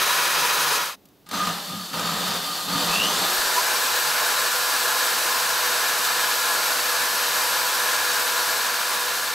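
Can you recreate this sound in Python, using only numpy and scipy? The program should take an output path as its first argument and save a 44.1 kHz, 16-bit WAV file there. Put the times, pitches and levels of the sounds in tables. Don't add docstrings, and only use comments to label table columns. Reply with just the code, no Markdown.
import sys
import numpy as np
from scipy import signal
from scipy.fft import rfft, irfft, next_fast_len
from scipy.io import wavfile
from scipy.ndimage import uniform_filter1d

SR = 44100
rng = np.random.default_rng(int(sys.argv[2]) if len(sys.argv) > 2 else 0)


def wrap_up_sound(samples):
    columns = np.atleast_2d(samples).T
    tamed = np.clip(columns, -1, 1)
    steps = np.round(tamed * 32767).astype(np.int16)
    wavfile.write(sys.argv[1], SR, steps)


def invert_db(level):
    return 10 ** (np.asarray(level, dtype=float) / 20)


N = 411888
T = np.arange(N) / SR
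M = next_fast_len(N + SR)
HZ = np.maximum(np.fft.rfftfreq(M, 1 / SR), 1)
FREE_HZ = 493
STEADY_FROM_S = 3.6

# time_s, shaft_hz
SHAFT_SPEED = [(2.7, 130), (2.88, 264), (3.0, 291), (3.08, 320), (3.14, 345), (3.2, 387), (3.3, 445),
               (3.4, 480), (3.5, 491), (3.6, 493), (4.5, 492.8), (6.3, 492.2), (6.8, 490.8), (7.5, 489.5),
               (8.0, 491), (9.34, 490.5)]
# multiple_of_shaft, level_db
SHAFT_TONES = [(1, -1), (2, 3.5), (12, -20), (13, -9.5), (27, -22)]
# pitch_hz, level_db_per_hz
RUN_AIR_SPECTRUM = [(20, -36), (70, -45), (130, -33), (320, -21.5), (480, -15.5), (900, -10.5),
                    (1720, -4.5), (1900, -14), (3200, -14), (4400, -12.5), (6900, -17), (10800, -19.5),
                    (12600, -20), (15700, -24.5)]
# pitch_hz, width_hz, level_db
RUN_RESONANCES = [(168.5, 15, -21), (496, 38, -13.5), (668, 19.5, -11), (864, 41, -4.5), (1045, 39, -3),
                  (1260, 24, -7), (1384, 34, -2.5), (1616, 18, -12), (1680.5, 30, 1), (2064, 76, -8.5),
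                  (2590, 190, -16), (3610, 47, -7.5), (3920, 170, -11.5), (4490, 54, -10.5),
                  (4830, 45, -10), (5940, 170, -14), (7880, 400, -15), (9580, 400, -17), (11840, 170, -16),
                  (13200, 800, -16.5)]
# multiple_of_shaft, start_s, end_s, singing_db, resting_db
THIN_WHISTLES = [
    (24, 5.9, 7.7, -40.5, -49),
    (26, 3.3, 4.9, -50, -58),
]
# full_chatter_s, last_25_db_rise_s, chatter_end_s, driven_hiss_db, coasting_hiss_db
SWITCH_JOGS = [
    (1.262, .01, 1.49, -29.5, -35.5),
    (1.933, .008, 2.35, -29, -31.5),
    (2.69, .06, 3.25, -26.6, -70),
]
# start_s, level_db (below full)
SWITCH_BITE = [
    (1.262, -24),
    (1.289, -15),
    (1.311, -5),
    (1.332, 0),
]
# centre_s, half_length_s, shell_ring_db, box_thrum_db
SHAKING_FITS = [(1.326, 0.023, -26, -37), (1.415, 0.04, -23.5, -38), (1.487, .03, -29, -30.5),
                (1.728, 0.045, -36, -35), (1.79, 0.052, -37, -36.5), (1.95, .03, -31, -33),
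                (2.084, 0.013, -22, -42), (2.13, .04, -40, -32.5), (2.29, .04, -35, -42),
                (2.506, .05, -32.5, -44), (2.61, 0.04, -36, -55), (2.755, 0.036, -29, -30.5),
                (2.916, .04, -28, -40), (2.993, 0.028, -43, -31.5), (3.072, .03, -29, -38),
                (3.273, .04, -29, -45)]
# pitch_hz, level_db_per_hz
BRUSH_SPECTRUM = [(150, -25), (330, -15.5), (510, -12), (800, -8), (1300, -10), (1700, -10.5),
                  (2300, -17.5), (3500, -10.5), (4700, -13.5), (5600, -19), (8000, -20.5), (10800, -24),
                  (12800, -21), (15700, -28.5)]
# pitch_hz, width_hz, level_db
HOUSING_MODES = [(3110, 30, -5), (3590, 30, 1), (3750, 50, -7), (4130, 70, -5), (4480, 20, 4),
                 (4720, 70, -10), (5450, 50, -8), (6120, 60, -7), (7170, 90, -10)]
# pitch_hz, width_hz, level_db
BOX_PANELS = [(103.5, 12, -17.5), (168.2, 6.9, -0.5), (182.7, 11, -1), (199, 19, -6.5), (218.5, 7.4, -5),
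              (280, 4.7, -3.5)]
# pitch_hz, width_hz, level_db
HEAD_SHELL = [(1227, 15, 0), (1200, 45, -6), (1265, 60, -10)]
# start_s, peak_db
SLACK_KNOCKS = [(1.054, -44), (1.266, -31), (1.292, -26), (1.312, -17), (1.332, -24), (1.374, -14),
                (1.41, -22), (1.454, -22), (1.471, -9), (1.93, -21), (1.995, -9), (2.077, -25),
                (2.209, -33), (2.28, -8)]
# pitch_hz, level_db_per_hz
FIRST_AIR_SPECTRUM = [(12, -59.5), (20, -30), (81, -31), (153, -20), (239, -22.5), (268, -17), (308, -20.5),
                      (481, -10), (772, -10.5), (965, -2), (3200, -10), (3790, -8.5), (8740, -17),
                      (12200, -16.5), (15700, -20)]
# pitch_hz, width_hz, level_db
FIRST_RESONANCES = [(151, 9.6, -13.5), (930, 33, -13), (1280, 81, 2), (1430, 110, -2), (1695, 78, -0.5),
                    (2480, 80, -2), (3890, 110, -3), (4900, 47, -1), (8060, 60, -5), (9870, 60, -3),
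                    (11830, 150, -18)]
# start_s, peak_db
SWITCH_TICKS = [(1.055, -45), (1.087, -52), (1.289, -35), (1.931, -36)]
# centre_s, level_db
LOW_BUMPS = [(1.48, -52), (2.75, -49), (2.9, -44), (3.0, -46), (3.4, -46), (3.46, -52), (.55, -56)]
# pitch_hz, level_db_per_hz
ROOM_SPECTRUM = [(12, -41), (20, -35), (59, -8), (81, -12), (283, -1), (364, -9), (407, -8), (1310, -21),
                 (2050, -25), (3580, -23), (9240, -32), (12200, -26), (15700, -26)]
# pitch_hz, likeness (0 to 1)
CHANNEL_LIKENESS = [(60, 0.23), (160, 1), (450, 0.92), (1220, 0.8), (2010, 0.89), (4400, 0.89),
                    (5300, 0.96), (7400, 1), (9080, 0.76), (10300, 0.75), (11500, 1), (13000, 0.65)]
# pitch_hz, left_minus_right_db
CHANNEL_LEAN = [(60, 1), (110, 0), (200, -4), (380, -1.5), (700, -0.5), (1290, 0.5), (2380, 1), (4400, 0),
                (8120, 0.5), (15000, 0.5)]


def steady_run():
    end_fade_s, end_fade_db = 8.14, -3
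    air_db, air_power_of_speed = -22, 4.7
    shaft_hz, turning = in_time(SHAFT_SPEED)
    ending = np.maximum(0, T - end_fade_s) / (T[-1] - end_fade_s)
    close = invert_db(end_fade_db * ending ** 1.6)

    top_db = 1.08 - 0.11 * (T - STEADY_FROM_S)
    air = rush(RUN_AIR_SPECTRUM, RUN_RESONANCES, peak_db=0.0, patchy_db=0.43, rate=7.0, low_hz=300, top_db=top_db)
    rushing = turning * invert_db(air_db) * (shaft_hz / FREE_HZ) ** air_power_of_speed * air

    tone_db = -44 + np.clip(FREE_HZ - shaft_hz, 0, 5)
    lines = invert_db(tone_db) * tones(shaft_hz, SHAFT_TONES, wobble=0.00065, flutter_db=1.1)
    whistles = 0
    for multiple, start, end, sing_db, rest_db in THIN_WHISTLES:
        turns_s = [start - .3, start + .3, end - .15, end + .15]
        level_db = np.interp(T, turns_s, [rest_db, sing_db, sing_db, rest_db])
        gain = invert_db(level_db)
        whistles = whistles + gain * tones(shaft_hz, [(multiple, 0)], wobble=0.0006, flutter_db=1.8)
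    mains_hz = 100.5
    hum = invert_db(-66.5) * tones(mains_hz, [(0.97, 0)], wobble=.004, flutter_db=4)
    return close * (rushing + (T > STEADY_FROM_S) * (lines + whistles + hum))


def spin_up():
    whine_from_s, whine_rest_db = 2.88, -44
    shaft_hz, _ = in_time(SHAFT_SPEED)
    whine_db = np.maximum(hump(shaft_hz, centre=298, span=24, top_db=-30), whine_rest_db)
    sweep_db = hump(shaft_hz, centre=417, span=80, top_db=-43)
    hum_db = hump(shaft_hz, centre=480, span=65, top_db=-44)

    whine = .8 + 0.7 * drift(130)
    whine = whine * tones(shaft_hz, [(9.15, -2), (9.5, 3), (9.85, -4)], wobble=0.007, flutter_db=2.0)
    sweep = .5 + drift(160)
    sweep = sweep * tones(shaft_hz, [(19, 4), (21, -5), (28.5, -1)], wobble=0.0061, flutter_db=3.5)
    hum = tones(shaft_hz, [(.8, -7), (1, -6), (2, 8)], wobble=0.0038, flutter_db=5.5)
    running_up = (T > whine_from_s) & (T < STEADY_FROM_S)
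    return running_up * (invert_db(whine_db) * whine + invert_db(sweep_db) * sweep + invert_db(hum_db) * hum)


def jogging():
    hiss_gain, thrum_gain, ring_gain, top_db = jog_levels()
    sizes = invert_db(4.3 * np.minimum(rng.exponential(1, N), 5)) * rng.choice([-1, 1], N)
    clicks_per_s = np.array([[400], [300], [2500]])
    clicks = sizes * (rng.random((3, N)) < clicks_per_s / SR) + 1e-18

    thrum = thrum_gain * evened(resonate(clicks[0], BOX_PANELS), .6)
    ring = ring_gain * invert_db(-1.5) * evened(resonate(clicks[1], HEAD_SHELL), .7)
    rings = sum(swell(4.7, 4.9) * resonate(clicks[2], [mode]) for mode in HOUSING_MODES)
    housing = invert_db(-5) * rms_one(rings)
    hiss = rush(BRUSH_SPECTRUM, [], peak_db=0, patchy_db=0.5, rate=7.4, low_hz=2000, top_db=top_db)
    bite = np.max([(T > s) * invert_db(db) for s, db in SWITCH_BITE], axis=0)
    return bite * (thrum + ring + hiss_gain * (housing + invert_db(0.1) * hiss))


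def jog_levels():
    build_db, build_s = 3, .08
    coast_sag_db_per_s, thrum_sag_db_per_s = 13, 14
    drive = driven(rise_share=1, fall_db_per_s=58)
    last_end = SWITCH_JOGS[-1][2]
    coasting = (T > SWITCH_JOGS[0][0]) & (T < last_end)

    hiss_db, thrum_db = [], []
    for db, (full, _, _, driven_db, _) in zip(drive, SWITCH_JOGS):
        hiss_db.append(db + driven_db - build_db * np.exp(-np.abs(T - full) / build_s))
    for _, _, end, _, coast_db in SWITCH_JOGS:
        hiss_db.append(np.where(T > end, coast_db - coast_sag_db_per_s * (T - end), -99))
    for db, jog in zip(driven(1.1, fall_db_per_s=103), SWITCH_JOGS):
        thrum_db.append(db - thrum_sag_db_per_s * (T - jog[0]))
    ring_db = driven(1.1, fall_db_per_s=120)

    thrum = invert_db(-35.5 + np.max(thrum_db, axis=0)) + coasting * invert_db(-50)
    ring = invert_db(-36 + np.max(ring_db, axis=0)) + coasting * invert_db(-50)
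    for s, half, shell_db, box_db in SHAKING_FITS:
        thrum = np.maximum(thrum, invert_db(hump(T, s, half, box_db)))
        ring = np.maximum(ring, invert_db(hump(T, s, half, shell_db)))

    top_db = -1 + 1.5 * (np.minimum(T, last_end) - SWITCH_BITE[0][0])
    top_db = top_db + 6.5 * (1 - invert_db(np.max(drive, axis=0)))
    return invert_db(np.max(hiss_db, axis=0)), thrum, ring, top_db


def driven(rise_share, fall_db_per_s):
    levels = []
    for full, rise, end, _, _ in SWITCH_JOGS:
        rising_db = np.minimum(0, 25 * (T - full) / (rise_share * rise))
        levels.append(rising_db - fall_db_per_s * np.maximum(0, T - end))
    return levels


def knocks():
    length, decay_s = 2000, 0.0065
    out = np.zeros(N)
    bursts = rng.standard_normal((len(SLACK_KNOCKS), length)) * np.exp(-np.arange(length) / SR / decay_s)
    for (s, db), burst in zip(SLACK_KNOCKS, bursts):
        i = round(s * SR)
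        out[i:i + length] += invert_db(db - 11.5) * burst
    dull = signal.sosfilt(signal.butter(1, [400, 6000], "band", fs=SR, output="sos"), out)
    return dull + invert_db(13) * resonate(out, HEAD_SHELL)


def first_spell():
    shaft_hz, fade_from_s, fade_to_s, fade_bend = 489.1, 0.75, 0.96, 0.87
    fade = np.clip((fade_to_s - T) / (fade_to_s - fade_from_s), 0, 1) ** fade_bend
    air = rush(FIRST_AIR_SPECTRUM, FIRST_RESONANCES, peak_db=-2, patchy_db=0.85, rate=8.2, low_hz=300)
    orders = [(1, -11), (2, 4.5), (13, -2.5), (26, -10)]   # multiple_of_shaft, level_db
    lines = invert_db(-20.0) * tones(shaft_hz, orders, wobble=0.0011, flutter_db=3.5)
    return fade * invert_db(-21.5 + 1.5 * T) * (air + lines)


def ticks():
    tick_s = 0.0036
    shape = sum((T >= s) * invert_db(db) * np.exp(-np.abs(T - s) / tick_s) for s, db in SWITCH_TICKS)
    bright = signal.butter(2, 3000, "high", fs=SR, output="sos")
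    return signal.sosfilt(bright, shape * rng.standard_normal(N))


def bumps():
    lumps = sum(invert_db(db) * np.exp(-((T - s) / 0.017) ** 2) for s, db in LOW_BUMPS)
    sub_bass = signal.butter(2, [15, 55], "band", fs=SR, output="sos")
    low = signal.sosfilt(sub_bass, rng.standard_normal((2, N)))
    return lumps * rms_one(low + .8 * low[0])


def room_floor():
    noise = irfft(stereo(invert_db(2 * at_hz(ROOM_SPECTRUM))), M)[:, :N]
    return invert_db(-55.5) * rms_one(noise) * (T > .9)


def rush(spectrum, peaks, peak_db, patchy_db, rate, low_hz, top_db=0):
    power = invert_db(2 * at_hz(spectrum))
    for hz, width, db in peaks:
        power = power + invert_db(2 * (db + peak_db)) / (1 + (2 * (HZ - hz) / width) ** 2) ** 2
    both = stereo(power) * carton()
    both = both * M / np.sqrt(np.sum(np.abs(both[:, HZ > low_hz]) ** 2))
    step = np.clip(np.log2(HZ / 500) / 2, 0, 2)
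    bands = []
    for k in range(3):
        share = np.clip(1 - np.abs(step - k), 0, 1)
        bands.append(irfft(both * share, M)[:, :N] * swell(2 * rate, patchy_db))
    low, mid, top = bands
    return swell(rate, 0.51 * patchy_db) * (low + mid + invert_db(top_db) * top)


def carton():
    t60_s, echo_db = .2, -11
    age = np.arange(SR // 2) / SR
    echoes = rng.standard_normal(len(age)) * invert_db(-60 * age / t60_s)
    return np.abs(1 + invert_db(echo_db) * rfft(echoes / np.sqrt(np.sum(echoes ** 2)), M))


def stereo(power):
    mid, side = rfft(rng.standard_normal((2, M))) * np.sqrt(power)
    alike = np.clip(at_hz(CHANNEL_LIKENESS), 0, 1)
    both = np.sqrt(1 + alike) * mid + np.sqrt(1 - alike) * side * [[1], [-1]]
    return both * invert_db(at_hz(CHANNEL_LEAN) / 2 * [[1], [-1]])


def tones(shaft_hz, orders, wobble, flutter_db):
    turn = 2 * np.pi * np.cumsum(shaft_hz * (1 + wobble * drift(12))) / SR
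    out = 0
    for k, db in orders:
        gain = np.sqrt(2) * invert_db(db) * swell(6.5, flutter_db)
        out = out + gain * np.sin(k * turn + 6 * rng.random())
    return out


def resonate(x, modes):
    out = 0
    for k, (hz, width, db) in enumerate(modes):
        r = np.exp(-np.pi * width / SR)
        a = [1, -2 * r * np.cos(2 * np.pi * hz / SR), r * r]
        out = out + (-1) ** k * invert_db(db) * signal.lfilter([1 - r * r, 0, r * r - 1], a, x)
    return out


def evened(x, share):
    return rms_one(x / (uniform_filter1d(x ** 2, size=1300) + 1e-12) ** (share / 2))


def rms_one(x):
    return x / np.sqrt(np.mean(x ** 2) + 1e-20)


def hump(x, centre, span, top_db):
    return top_db - 6 * ((x - centre) / span) ** 2


def in_time(rows):
    s, *columns = np.transpose(rows)
    return [np.interp(T, s, c) for c in columns] + [(T >= s[0]) & (T <= s[-1])]


def at_hz(points):
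    hz, value = np.transpose(points)
    return np.interp(np.log(HZ), np.log(np.maximum(hz, 1)), value)


def chance(rate):
    r = np.exp(-80 * np.pi * rate / SR)
    noise = rng.standard_normal(N // 40 + 2002)
    return rms_one(signal.lfilter([1], [1, -2 * r, r * r], noise)[2000:])


def every_sample(slow):
    return np.interp(np.arange(N) / 40, np.arange(len(slow)), slow)


def drift(rate):
    return every_sample(chance(rate))


def swell(rate, depth_db):
    return every_sample(invert_db(depth_db * chance(rate)))


def scene():
    floor = room_floor()
    motor = first_spell() + jogging() + knocks() + spin_up() + steady_run()
    return motor + bumps() + ticks() + floor


def band_limit(x):
    return signal.sosfilt(signal.butter(12, 16510, fs=SR, output="sos"), x)


def record(dry):
    mix = signal.sosfilt(signal.ellip(12, .5, 70, 15700, fs=SR, output="sos"), dry)
    return band_limit(mix)


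dry = scene()
out = record(dry)
wrap_up_sound(out)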